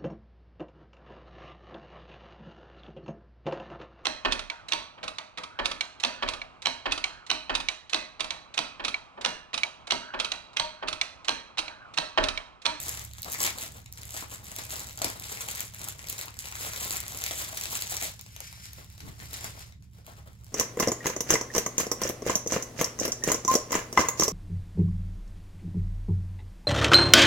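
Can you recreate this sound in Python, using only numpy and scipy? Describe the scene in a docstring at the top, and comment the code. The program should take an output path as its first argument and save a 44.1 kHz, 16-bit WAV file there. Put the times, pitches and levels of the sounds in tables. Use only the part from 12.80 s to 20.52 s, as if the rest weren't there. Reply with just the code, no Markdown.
"""Clear plastic film crackles on a canvas being shifted about a table, close to a small stereo microphone.
Creases at both edges snap singly and in dense swarms, while the stiff sheet flexes and flaps under them.
Towards the end it slides with a softer swish, and the hands bump the table now and then.
A machine hums in the small room."""
import sys
import numpy as np
from scipy import signal
from scipy.fft import rfft, irfft, next_fast_len
from scipy.io import wavfile
from scipy.ndimage import map_coordinates

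SR = 44100
rng = np.random.default_rng(int(sys.argv[2]) if len(sys.argv) > 2 else 0)


def inscribe(sig):
    """Save sig as 16-bit PCM at rate SR to the path in sys.argv[1].

    A 1-D sig is mono; a 2-D sig holds one channel per row.
    Samples are clipped to [-1, 1] before scaling.
    """
    pcm = np.round(np.clip(np.atleast_2d(sig).T, -1, 1) * 32767)
    wavfile.write(sys.argv[1], SR, pcm.astype(np.int16))


N = 340452
TIME = np.arange(N) / SR
# how early the left microphone hears the right edge, the left edge and the sliding patch
RIGHT_MS, LEFT_MS, SLIDE_MS = -.272, .265, .41
# bright tone of tiny creases: (frequency [Hz], level [dB])
CREASE_TONE = [(150, -24), (400, -25), (800, -13.5), (1400, -6.5), (2200, -2.5), (3000, -3), (4000, -5),
               (5300, -4), (7200, 5.5), (8400, 3.5), (10300, -3), (12700, 2.5), (15500, -12.5)]


def film(right_db=1.33, left_db=0, swish_db=2.0, swish_rough_db=3):
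    """The worked film snaps and crackles at both edges when it bends, and swishes when it slides."""
    # featured snaps: (time [s], energy [dB], tilt [dB/octave], length [ms], left microphone lead [ms])
    single_snaps = [(0.0157, -12.5, 4.5, 0.51, -0.29), (0.0301, -9, 8, 0.51, -0.42),
                    (0.0828, -5.5, 6.5, 0.64, -0.3), (0.0929, -3.5, 5, 1.5, -0.27),
                    (0.1316, -17.5, -1, 0.92, -0.32), (0.174, -14, -4, 0.71, -0.27),
                    (0.1949, -10, 4, 0.6, -0.18), (0.2404, -15, 8.5, 0.77, -0.2),
                    (0.2501, -15.5, 3.5, 0.65, -0.25), (0.3129, -26, -3, 0.94, -0.34),
                    (0.3352, -18, -1.5, 0.84, -0.27), (0.3839, -19.5, -5, 0.7, 0.3),
                    (0.4203, -9, 8, 0.6, -0.22), (0.4311, -10, 0.5, 0.78, -0.31),
                    (0.4464, -12.5, -1, 0.65, -0.15), (0.5008, -13.5, 3, 0.51, -0.21),
                    (0.5201, -6, 7, 0.64, -0.18), (0.5271, -8, 1, 1.1, -0.29),
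                    (0.5336, -6.5, 5, 0.88, -0.24), (0.5422, -13.5, 0, 0.51, -0.3),
                    (0.5473, -9.5, -6, 1.01, -0.27), (0.6042, -3.5, 1, 0.63, -0.28),
                    (0.6072, -8, 4, 0.72, -0.33), (0.6135, -7, 2, 0.69, -0.27),
                    (0.6166, -0.5, 9, 1.24, -0.12), (0.6305, -0.5, 5, 0.9, -0.19),
                    (0.6389, -3, -1.5, 1.07, -0.27), (0.6494, -1.5, -1, 0.97, -0.14),
                    (0.6539, -6.5, -8.5, 1.16, -0.32), (0.6644, -2.5, -3.5, 1.2, -0.33),
                    (0.6666, -5, -2, 0.9, -0.24), (0.6755, -6, -4, 1.2, -0.27),
                    (0.7851, -10, -2, 0.91, 0.27), (0.8363, -13, -0.5, 1.04, -0.28),
                    (0.879, -17.5, 1, 0.63, -0.27), (0.9209, -21.5, 7, 0.85, -0.13),
                    (0.9911, -24.5, 8, 0.82, -0.37), (1.0605, -21, -4.5, 2.9, -0.28),
                    (1.1257, -13.5, 3.5, 0.51, -0.25), (1.137, -25.5, 0.5, 0.7, -0.12),
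                    (1.1753, -20, -2.5, 0.97, -0.23), (1.218, -21, 1, 0.55, -0.13),
                    (1.233, -16, -1, 0.75, -0.2), (1.254, -17.5, 4, 0.7, -0.27),
                    (1.293, -19, -2, 0.79, -0.036), (1.3071, -13.5, 0.5, 1.3, -0.27),
                    (1.3665, -12.5, -5.5, 1.68, 0.36), (1.3771, -15, 8, 1.33, -0.24),
                    (1.4852, -25.5, 6, 0.67, -0.34), (1.6441, -19.5, 5.5, 0.62, -0.15),
                    (1.7635, -10, -0.5, 0.98, -0.31), (1.7866, -11, -1, 2.34, -0.25),
                    (1.8522, -15, 0, 0.99, -0.29), (1.8955, -19.5, 9.5, 0.6, -0.22),
                    (1.9062, -13, -2, 0.79, -0.3), (1.9439, -25, -3.5, 0.42, -0.27),
                    (1.9659, -24.5, 4, 0.6, -0.11), (1.9952, -11, 3, 0.52, -0.27),
                    (2.0039, -10.5, 1.5, 0.62, -0.14), (2.0708, -17, 2, 0.7, -0.25),
                    (2.0891, -23.5, -1.0, 0.82, -0.13), (2.0957, -19, -2, 0.81, -0.27),
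                    (2.1096, -20.5, -5.5, 0.54, -0.16), (2.1754, -13, 0.5, 0.79, -0.27),
                    (2.1812, -19, -8, 0.75, -0.42), (2.19, -12.5, 1, 1.4, -0.048),
                    (2.2186, -2.5, -4, 1.4, -0.26), (2.2228, -7, 1.5, 0.68, -0.29),
                    (2.2448, -1, -2.5, 1.07, 0.27), (2.2463, -2.5, -2.5, 1.3, 0.3),
                    (2.3012, -10.5, -1, 0.57, -0.27), (2.3982, -11.5, 4, 0.87, -0.27),
                    (2.4169, -28, 5.5, 0.45, -0.31), (2.4232, -17, -3.5, 0.62, 0.28),
                    (2.4369, -18, -4, 1.08, -0.27), (2.4412, -16, -1, 1.08, -0.28),
                    (2.4547, -18.5, -2.5, 0.59, -0.28), (2.5196, -12, 13, 1.07, -0.23),
                    (2.5729, -14, -6, 0.76, -0.3), (2.6869, -8, -6, 2.16, 0.27),
                    (2.7507, -12, -1, 1.26, -0.32), (2.7565, -5.5, 12, 0.82, -0.18),
                    (2.7798, -19, 1.0, 0.4, -0.28), (2.7961, -12, -3.5, 1.3, -0.16),
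                    (2.8061, -4, 0.5, 0.48, -0.27), (2.829, -14.5, 6, 1.04, -0.36),
                    (2.9386, -23.5, -4, 0.93, -0.18), (2.9465, -15.5, -2, 1.13, -0.074),
                    (3.016, -14.5, -1, 0.74, -0.3), (3.0425, -15, 3.0, 0.6, -0.2),
                    (3.0865, -5.5, 2.5, 0.91, -0.29), (3.1927, -17, -5.5, 1.2, 0.21),
                    (3.243, -20.5, -8, 0.82, -0.26), (3.2714, -15.5, -2, 0.85, -0.14),
                    (3.2863, -12, 0, 0.4, -0.26), (3.2963, -11, 5.5, 0.42, -0.18),
                    (3.2993, -4, 5.5, 0.95, -0.27), (3.3193, -20, 5, 0.8, -0.37),
                    (3.3237, -14.5, 0, 0.55, -0.31), (3.3273, -9, 4, 0.69, -0.31),
                    (3.3815, -14, 0, 0.76, -0.23), (3.3912, -9.5, -1, 0.6, -0.23),
                    (3.4129, -8.5, -1, 1.6, -0.25), (3.4577, -14, 8, 1.1, -0.19),
                    (3.4828, -16.5, -6, 0.91, -0.26), (3.569, -25, -5.5, 0.69, 0.24),
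                    (3.5903, -8.5, 1.5, 0.5, -0.27), (3.5972, -18, 1.0, 0.67, -0.3),
                    (3.6098, -28, 8.5, 0.6, -0.34), (3.6265, -25.5, 5, 0.83, -0.3),
                    (3.6568, -14.5, -4, 0.56, -0.25), (3.6733, -20, -6, 1.43, -0.18),
                    (3.7244, -13, -5, 1.83, 0.22), (3.7549, -11.5, -5, 0.75, -0.27),
                    (3.8108, -12.5, -1, 0.87, 0.25), (3.9347, -10.5, -4.5, 1.4, -0.29),
                    (3.9616, -12.5, 0.5, 1.1, -0.28), (4.0098, -12.5, 2, 1.08, -0.27),
                    (4.0445, -10.5, -2.5, 0.59, 0.26), (4.0498, -8.5, 1, 0.6, 0.27),
                    (4.079, -9, 5, 0.51, -0.16), (4.0971, -9, 3.5, 0.64, -0.27),
                    (4.1078, -4, -1, 0.68, -0.26), (4.1168, -10, 1, 0.45, -0.13),
                    (4.1355, -15, 8, 0.5, -0.31), (4.1638, -10, -4, 0.72, -0.3),
                    (4.1691, -5, 3, 0.63, -0.23), (4.2034, -6, 3, 0.92, -0.27),
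                    (4.2376, -17, -11.5, 1.16, -0.2), (4.2655, -17.5, -4.5, 0.5, -0.243),
                    (4.2812, -9.5, 2.5, 0.38, -0.3), (4.322, -16.5, -6.5, 0.9, -0.32),
                    (4.3478, -15, 1.5, 0.73, -0.27), (4.3737, -10.0, 1, 1.4, -0.21),
                    (4.388, -11.0, 4, 0.73, -0.16), (4.4138, -12, 1, 0.68, -0.25),
                    (4.4199, -11, -5, 0.63, -0.3), (4.4396, -2.5, 0.5, 0.44, -0.18),
                    (4.4635, -5, -3, 1.9, 0.26), (4.5105, -7.5, -4.5, 1.1, -0.26),
                    (4.5157, -13, -2, 0.65, -0.36), (4.536, -14, -2, 1, -0.24),
                    (4.5818, -13.5, 7, 0.46, -0.16), (4.6875, -13.0, 7, 1.24, -0.099),
                    (4.7463, -13.5, 0, 1.01, -0.29), (4.7719, -10.5, 0, 0.54, -0.31),
                    (4.775, -6.5, -1, 0.44, -0.21), (4.8121, -6.5, -1, 0.84, -0.25),
                    (4.8373, -8, -2, 1.05, -0.27), (4.8563, -8, -4, 0.62, -0.24),
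                    (4.9195, -16, 1, 0.58, -0.17), (4.925, -10, 0.5, 1.03, -0.31),
                    (4.93, -9.5, 2.0, 0.65, -0.25), (4.9729, -8.5, 1, 0.53, -0.27),
                    (5.0132, -14.5, 5.5, 0.39, -0.3), (5.0222, -4, -2, 0.94, -0.29),
                    (5.0466, -18, 2, 0.6, -0.31), (5.07, -12.5, -6, 0.83, -0.27),
                    (5.0758, -14, -1.5, 0.65, -0.26), (5.1081, -9, 5.0, 0.49, -0.13),
                    (5.1231, -17, -6, 0.31, -0.19), (5.1414, -16, -10, 1.27, -0.22),
                    (5.168, -4.5, -1.0, 0.78, -0.25), (5.1741, -13, -5, 1.01, -0.28),
                    (5.2138, -9, -5, 0.67, 0.17), (5.2253, -5.5, -1, 0.93, -0.27),
                    (5.3936, -18.5, -5, 2.33, 0.37), (5.4123, -15.5, 4.5, 0.58, -0.32),
                    (5.4407, -30.5, 0, 0.76, -0.18), (5.4636, -23.5, -5.5, 0.87, -0.14),
                    (5.5639, -15.5, -3, 1, -0.33), (5.6045, -11, 0, 0.85, -0.34),
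                    (5.7276, -20.5, -3.5, 1.02, 0.47), (5.8558, -18.5, -2.0, 1.22, 0.44),
                    (5.9329, -18, -1.5, 0.97, -0.47), (6.1011, -29, -1.5, 0.98, -0.27),
                    (6.1253, -29.5, 3.5, 0.52, -0.25), (6.1799, -26, -6, 1.45, -0.32),
                    (6.2051, -19.5, -4.5, 1.7, 0.47), (6.28, -27, -10, 1.27, 0.4),
                    (6.4011, -19.5, -8, 1.32, -0.34), (6.424, -22.0, -13, 1.42, 0.49),
                    (6.457, -23, -3, 1.33, 0.39), (6.5325, -11, 2, 2.8, 0.51),
                    (6.541, -12, -1.5, 1.18, 0.43), (6.6443, -9, -1, 0.84, 0.38),
                    (6.924, -29.5, -6.5, 1.55, 0.33), (7.0247, -35, -4.5, 1.2, 0.44),
                    (7.134, -40, -2, 0.91, 0.26), (7.2663, -21.5, -2.5, 0.85, 0.26),
                    (7.532, -35, 2, 0.56, -0.27), (7.6453, -25.5, 3, 0.46, -0.27),
                    (7.6665, -29.5, -3.5, 0.83, -0.18)]
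    # blend from bending to sliding: (time [s], sliding share [0-1])
    sliding = [(0, 0.07), (5.25, 0.03), (5.4, 0.35), (5.65, 0.77), (6.1, .4), (6.6, 0.43), (6.9, 0.5),
               (7.72, 0.24)]
    # blend between the crackling edges: (time [s], left share [0-1])
    left_share = [(0, .15), (.65, .25), (1.2, .1), (1.8, .22), (2.27, .5), (2.45, .25), (2.7, .3),
                  (3.3, .1), (3.8, .38), (4.3, .25), (4.6, .45), (5.25, .45), (6.2, .55), (7.72, .5)]
    # lower crackle around the ring of the taut film on the left: (frequency [Hz], level [dB])
    taut_tone = [(150, -35), (400, -5), (800, -4), (1400, -8.5), (2200, -13.5), (3100, -2), (3850, 2.5),
                 (4700, -2), (5600, -2.5), (7500, -2.5), (10000, -3), (15500, -1.5)]
    # hiss of sliding film: (frequency [Hz], level [dB])
    swish_tone = [(200, -25), (700, -29), (1400, -2), (2200, 0.5), (3000, -2), (4000, -2), (5300, 3.5),
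                  (8000, -2.5), (11000, -4), (13500, -3), (15500, -34)]
    work_db = effort(0)
    slide = np.clip(curve(sliding), 0, .99)
    left = np.clip(curve(left_share), .01, .99)
    bend_db = work_db + 10 * np.log10(1 - slide)
    right_edge = crackle(bend_db + right_db + 10 * np.log10(1 - left), CREASE_TONE, RIGHT_MS)
    left_edge = crackle(bend_db + left_db + 10 * np.log10(left), taut_tone, LEFT_MS, tilt_db=1.16)
    swish = np.sqrt(slide) * noise(swish_tone) * amp(work_db + swish_db)
    swish *= unit(amp(swish_rough_db * wobble(120)))
    snapping = snaps(np.vstack([single_snaps, small_snaps(work_db, slide)]))
    return snapping + right_edge + left_edge + placed(swish, SLIDE_MS)


def creases(rows, tone, rise=0.27, size=256, body_hz=5600):
    """Each crease is a short dry click with its own colour."""
    start, energy_db, tilt, length_ms, lead_ms = np.transpose(rows)[:, :, None]
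    steps, hz = np.arange(size) - size // 4, np.fft.rfftfreq(size, 1 / SR)
    age = steps * 1000 / SR / np.maximum(length_ms, .1)
    burst = rng.standard_normal(age.shape) * np.exp(-np.maximum(age, -age / rise))
    octaves = np.log2(np.maximum(hz, 1500) / 6000)
    spectrum = rfft(burst) * amp(along(tone, hz) + tilt * octaves)
    spectrum *= amp(energy_db) / np.linalg.norm(irfft(spectrum), axis=1, keepdims=True)
    # the treble leans left or right; the body, below body_hz, leans left
    left = np.where(hz < body_hz, np.sign(lead_ms) * arrival(hz, LEFT_MS), arrival(hz, lead_ms))
    at = np.maximum(np.round(start * SR).astype(int) + steps, 0).ravel()
    return np.array([np.bincount(at, irfft(spectrum * mic).ravel(), N)[:N] for mic in (left, left.conj())])


def snaps(rows, cascade_db=-6, cascade_life_s=0.004):
    """Creases snap dry; the biggest also set off a brief cascade among their neighbours."""
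    # tone of one snap: (frequency [Hz], level [dB])
    snap_tone = [(150, -34), (400, -17), (800, -11.5), (1400, -9.5), (2200, 0.5), (3000, -5), (4000, -1),
                 (5300, 0), (7200, 6), (8400, -1), (10300, -1.5), (12700, 2.5), (15500, -3)]
    start, db = rows[:, 0], rows[:, 1]
    cascade_power = dying(start, amp(2 * db + cascade_db) ** 2 / (cascade_life_s * SR), cascade_life_s)
    return creases(rows, snap_tone) + placed(np.sqrt(cascade_power) * noise(CREASE_TONE), RIGHT_MS)


def small_snaps(work_db, slide, per_second=20, typical_db=-19, length_ms=0.94, count=400):
    """Rows of lesser creases that give way at random: louder under strain, rarer while sliding."""
    when, chance, size, colour = rng.random((count, 4)).T
    at = (when * (N - 1)).astype(int)
    size, colour = np.sqrt(3) * (2 * np.array([size, colour]) - 1)  # centred, with unit spread
    db = typical_db + 0.82 * (work_db[at] + 43) + 2 * size
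    fires = chance < per_second * TIME[-1] / count * (1 - slide[at]) ** 2
    rows = np.column_stack([at / SR, db, 3.7 * colour, np.full(count, length_ms), np.full(count, RIGHT_MS)])
    return rows[fires]


def crackle(work_db, tone, lead_ms, tilt_db=0, spread_db=4.0, clump_db=3.5, length_ms=0.68, count=12000):
    """Tiny creases swarm in clumps along one edge; harder work sets off more and brighter ones."""
    at, chance = rng.integers(0, N, count), rng.random(count)
    size, colour, jitter = rng.standard_normal((3, count))
    max_rate = count / TIME[-1]
    rate = np.clip(760 * amp(.6 * (work_db[at] + 45)), 200, max_rate)  # creases a second
    clumps = np.minimum(wobble(90)[at], 1.4)
    gain = unit(amp(spread_db * np.minimum(size, 1.5) + clump_db * clumps))
    energy_db = work_db[at] + 20 * np.log10(gain) + 10 * np.log10(SR / rate)
    tilt = tilt_db + 0.05 * np.minimum(work_db[at] + 49.5, 0) + 2 * colour
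    rows = np.column_stack([at / SR, energy_db, tilt, np.full(count, length_ms), lead_ms + .0013 * jitter])
    return creases(rows[chance < rate / max_rate], tone)


def canvas(drag_db=-2, rough_db=5.5, puff_db=-7, puff_life_s=0.0041, pop_db=-9, pop_life_s=0.0072):
    """The stiff sheet drags in jerks; a buckle gives a puff and a pop that sinks as the bulge relaxes."""
    # the sheet buckling or patting the table: (time [s], level [dB], bulge pitch [Hz])
    flaps = [(0.462, -33.5, 786), (0.608, -32, 646), (0.649, -28, 966), (0.835, -33.5, 680),
             (1.425, -31, 1037), (1.865, -42, 644.5), (2.217, -23.5, 697), (2.245, -24, 744),
             (2.247, -27.5, 334.6), (2.518, -30, 440), (2.608, -42.5, 630), (3.479, -38, 1060),
             (3.77, -55.5, 758), (4.14, -32.5, 805), (4.346, -35.5, 477), (4.511, -29, 688),
             (4.729, -34.5, 686), (4.928, -28.5, 960), (5.121, -28.5, 764), (5.222, -30, 742),
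             (5.603, -36.5, 578), (6.53, -41.5, 357), (6.642, -33.5, 690), (7.185, -46, 467),
             (7.279, -40, 655), (7.299, -43, 640), (7.389, -55, 842), (7.474, -41, 554)]
    # dull body of the canvas: (frequency [Hz], level [dB])
    canvas_tone = [(110, -18), (190, 2), (250, -0.5), (320, -1.5), (430, -3.5), (540, 0), (700, -2.5),
                   (1000, -1), (1350, -2), (2300, -9.5), (6000, -14)]
    starts, levels_db, _ = np.transpose(flaps)
    puffs = dying(starts, amp(levels_db + puff_db), puff_life_s)
    drag = amp(effort(1) + drag_db) * unit(amp(rough_db * np.minimum(wobble(130), 2)))
    pops, t = np.zeros(N + SR), np.arange(SR // 10) / SR
    for start, db, hz in flaps:
        sinking = np.sin(2 * np.pi * hz * t * (1 - 3 * t))
        pops[round(start * SR):][:len(t)] += amp(db + pop_db) * sinking * np.exp(-t / pop_life_s)
    return np.hypot(drag, puffs) * noise(canvas_tone) + pops[:N]


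def effort(layer, grip_db_per_s=340, settle_db_per_s=276):
    """Envelope in dB of the film (0) or canvas (1): light strain, plus pushes that grip, hold, settle."""
    # pushes that shift the sheet: (time at full strength [s], hold [s], film [dB], canvas [dB])
    pushes = [(0.0, 0.22, -43.5, -57), (0.071, 0.027, -40.5, -45), (0.47, 0.02, -46, -46),
              (0.533, 0.04, -41, -47), (0.617, 0.059, -34, -37.5), (0.791, 0.057, -40, -50.5),
              (0.959, 0.017, -52, -50.5), (1.183, 0.19, -52.5, -59), (1.347, 0.068, -41, -48.5),
              (1.522, 0.021, -43.5, -52.5), (1.663, 0.054, -46.5, -53.5), (1.771, 0.041, -40, -48.5),
              (1.911, 0.11, -40.5, -49.0), (2.075, 0.064, -50.5, -67.5), (2.252, 0.014, -41.5, -45),
              (2.292, 0.077, -45.5, -50), (2.45, 0.0614, -43.5, -51), (2.52, 0.13, -42, -50),
              (2.685, 0.03, -39, -48.5), (2.777, 0.062, -41.5, -50.5), (3.011, 0.09, -43, -49),
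              (3.206, 0.034, -50, -54), (3.29, 0.024, -44, -47), (3.373, 0.057, -42.5, -52),
              (3.602, 0.17, -46.5, -66), (3.797, 0.085, -37.5, -46), (3.94, 0.13, -38.5, -47.5),
              (4.114, 0.039, -36, -46.5), (4.315, 0.1, -45.5, -48.5), (4.458, 0.014, -38, -55),
              (4.515, 0.032, -40, -55.5), (4.592, 0.028, -32.5, -46), (4.675, 0.058, -44, -57.5),
              (4.77, 0.1274, -40.5, -54), (4.925, 0.039, -35, -49.5), (5.0, 0.023, -39.5, -53),
              (5.108, 0.041, -37, -47), (5.222, 0.038, -34, -48.5), (5.466, 0.069, -64, -74),
              (5.608, 0.061, -52.5, -70.5), (5.842, 0.02, -50.0, -60.5), (5.976, 0.033, -52.5, -55.5),
              (6.105, 0.13, -61, -71.5), (6.266, 0.024, -53.5, -53.5), (6.415, 0.051, -50.5, -66),
              (6.548, 0.016, -40, -47), (6.64, 0.017, -40, -43.5), (6.783, 0.043, -51.5, -55),
              (7.03, 0.014, -68.5, -80), (7.142, 0.012, -67.5, -69), (7.176, 0.022, -65.5, -67),
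              (7.266, 0.0021, -61, -67.5), (7.284, 0.039, -61, -54), (7.384, 0.0071, -61, -56),
              (7.472, 0.013, -72, -56), (7.657, 0.058, -64, -72.5)]
    # light strain between pushes: (time [s], film [dB], canvas [dB])
    strain = [(0.0, -44.5, -49), (0.28, -60.0, -61), (0.33, -58.0, -72.5), (0.65, -48.0, -44.5),
              (1.03, -66, -64.5), (1.11, -70, -65.5), (1.49, -64.5, -57), (2.7, -50.0, -53),
              (2.83, -53.0, -68), (3.63, -57.0, -60.5), (3.98, -46.0, -57), (4.26, -49.0, -54),
              (5.12, -46.0, -55.5), (5.31, -63, -76), (5.72, -52.0, -72), (6.16, -64.0, -67.5),
              (6.66, -56.0, -53), (6.9, -63, -67.5), (6.99, -82.5, -85), (7.12, -89, -85.5),
              (7.2, -79.5, -77.5), (7.71, -66.5, -64.5)]
    t = TIME[::64]
    times, *strain_db = np.transpose(strain)
    power = amp(np.interp(t, times, strain_db[layer])) ** 2
    for start, hold, *db in pushes:
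        before, after = np.maximum(start - t, 0), np.maximum(t - start - hold, 0)
        power += amp(db[layer] - grip_db_per_s * before - settle_db_per_s * after) ** 2
    return np.interp(TIME, t, 10 * np.log10(power))


def sheet_ring(hz):
    """The sheet's resonances ring on top of whatever shakes it."""
    # resonances: (frequency [Hz], width [Hz], level [dB])
    modes = [(310, 28, -8), (449, 27, -4), (646, 20, 1), (754, 12, -5), (813, 29, -1.5), (936, 32, -7.5),
             (1048, 21, 0), (1347, 23, -0.5), (2090, 60, -6), (3870, 140, -12)]
    return 1 + sum(amp(db) * 1j * hz * width / (centre ** 2 - hz ** 2 + 1j * hz * width)
                   for centre, width, db in modes)


def hand_bumps():
    """Hands press the sheet onto the table with low, soft thuds."""
    # thuds: (time [s], level [dB], half-width [s])
    bumps = [(0.624, -58, 0.051), (0.76, -52, 0.0099), (6.263, -46.5, 0.049), (6.434, -53.5, 0.053),
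             (6.656, -53, 0.034)]
    # boom of the table: (frequency [Hz], level [dB])
    table_tone = [(50, -32), (100, 5.5), (140, 0.5), (220, -6), (400, -16.5), (1000, -56)]
    return noise(table_tone) * sum(amp(db) * np.exp(-((TIME - s) / width) ** 2) for s, db, width in bumps)


def room(x, size=256):
    """Each spot of the sheet has its own echo paths, so the room returns a diffuse, dying wash."""
    # reverb decay: (frequency [Hz], time to fall 60 dB [s])
    decay = [(200, 0.14), (1000, 0.19), (4000, 0.24), (8000, 0.23), (16000, 0.05)]
    # reverb colour: (frequency [Hz], level [dB])
    room_tone = [(200, 1), (700, -3), (2000, -1), (4000, -1), (6000, -3.5), (7500, -8), (10000, -13),
                 (15000, -10)]
    hop = size // 4
    grid = dict(fs=SR, nperseg=size, noverlap=size - hop)
    hz, _, bands = signal.stft(np.pad(x, ((0, 0), (size, 0)))[:, :N], **grid)
    power = np.mean(np.abs(bands) ** 2, axis=0)
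    feedback = amp(-60 * hop / SR / along(decay, hz)) ** 2
    stored = np.array([signal.lfilter([1 - k], [1, -k], band) for k, band in zip(feedback, power)])
    wash = signal.stft(rng.standard_normal((2, N)), **grid)[2]
    wash *= np.sqrt(stored) * amp(along(room_tone, hz))[:, None] / np.std(wash)
    return signal.istft(wash, **grid)[1][:, :N]


def machine_hum():
    """A machine hums a little to the right, slightly unsteady in level and phase."""
    # hum partials: (frequency [Hz], level [dB])
    partials = [(35, -66.5), (70, -55.5), (104.9, -55.5), (120, -60.5)]
    waver_db, drift = 2.26 * wobble(3.124), 0.1 * wobble(2.28)
    hum = sum(amp(db + waver_db) * np.sqrt(2) * np.sin(2 * np.pi * (hz * TIME + rng.random()) + drift)
              for hz, db in partials)
    return hum * amp([[-2.4], [1.8]])


def room_rumble(level_db=-54.0, width_db=-7):
    """The room's low rumble, mostly common to both microphones."""
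    # rumble colour: (frequency [Hz], level [dB])
    air_tone = [(20, -28), (40, -18), (55, 0), (85, 1), (125, -2.5), (170, -5.5), (250, -19), (400, -29.5),
                (1000, -54), (3000, -42), (8000, -75), (16000, -84.5)]
    air = noise(air_tone) + amp(width_db) * np.array([noise(air_tone), noise(air_tone)])
    return amp(level_db) * air * amp([[-.6], [.6]])


def amp(db):
    """Decibels to gain."""
    return 10 ** (np.asarray(db) / 20)


def unit(x):
    """Scale to rms 1."""
    return x / np.sqrt(np.mean(x ** 2) + 1e-20)


def along(points, hz):
    """Read (frequency, value) points on a log axis."""
    knots_hz, values = np.transpose(points)
    return np.interp(np.log(hz + 1), np.log(knots_hz + 1), values)


def curve(rows):
    """One value per sample from (time, value) rows."""
    return np.interp(TIME, *np.transpose(rows))


def wobble(rate):
    """A smooth random curve, rate knots a second."""
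    coarse = np.linspace(0, TIME[-1], int(TIME[-1] * rate * 4) + 2)
    knots = rng.standard_normal(int(N * rate / SR) + 4)
    return np.interp(TIME, coarse, map_coordinates(knots, [coarse * rate]))


def dying(times, sizes, life_s):
    """An envelope that jumps at each time and dies away."""
    kicks = np.bincount(np.round(times * SR).astype(int), sizes, N)[:N]
    return signal.lfilter([1], [1, -np.exp(-1 / (life_s * SR))], kicks)


def noise(tone):
    """Coloured noise of rms 1."""
    size = next_fast_len(N)
    hz = np.fft.rfftfreq(size, 1 / SR)
    white = rng.standard_normal(len(hz)) + 1j * rng.standard_normal(len(hz))
    return unit(irfft(amp(along(tone, hz)) * white, size)[:N])


def filtered(x, response):
    """Pass x through a complex frequency response."""
    size = next_fast_len(N + SR // 2)
    return irfft(rfft(x, size) * response(np.fft.rfftfreq(size, 1 / SR)), size)[..., :N]


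def arrival(hz, lead_ms):
    """Phase turn that advances one microphone by half of lead_ms."""
    return np.exp(1j * np.pi * hz * lead_ms / 1000)


def placed(x, lead_ms):
    """A sound that reaches the left microphone lead_ms before the right one."""
    return filtered(x, lambda hz: np.array([arrival(hz, lead_ms), arrival(hz, -lead_ms)]))


def scene(room_db=-0.9):
    """The sheet's edges lie on either side of the microphones; the canvas flexes on the left."""
    # stereo lean: (frequency [Hz], left over right [dB])
    balance = [(100, -2), (250, 0), (600, 6), (1100, 3.5), (2200, 3), (4000, 1), (5500, 2), (7500, 0),
               (15000, 0)]
    direct = filtered(film() + placed(canvas(), LEFT_MS), sheet_ring) + hand_bumps()
    in_room = direct + amp(room_db) * room(direct)
    sides = np.array([[.5], [-.5]])
    return filtered(in_room, lambda hz: amp(sides * along(balance, hz))) + machine_hum() + room_rumble()


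def record(dry, top_hz=15850):
    """A steep low-pass takes off the very top."""
    return filtered(dry, lambda hz: 1 / (1 + (hz / top_hz) ** 160))


dry = scene()
out = record(dry)
inscribe(out)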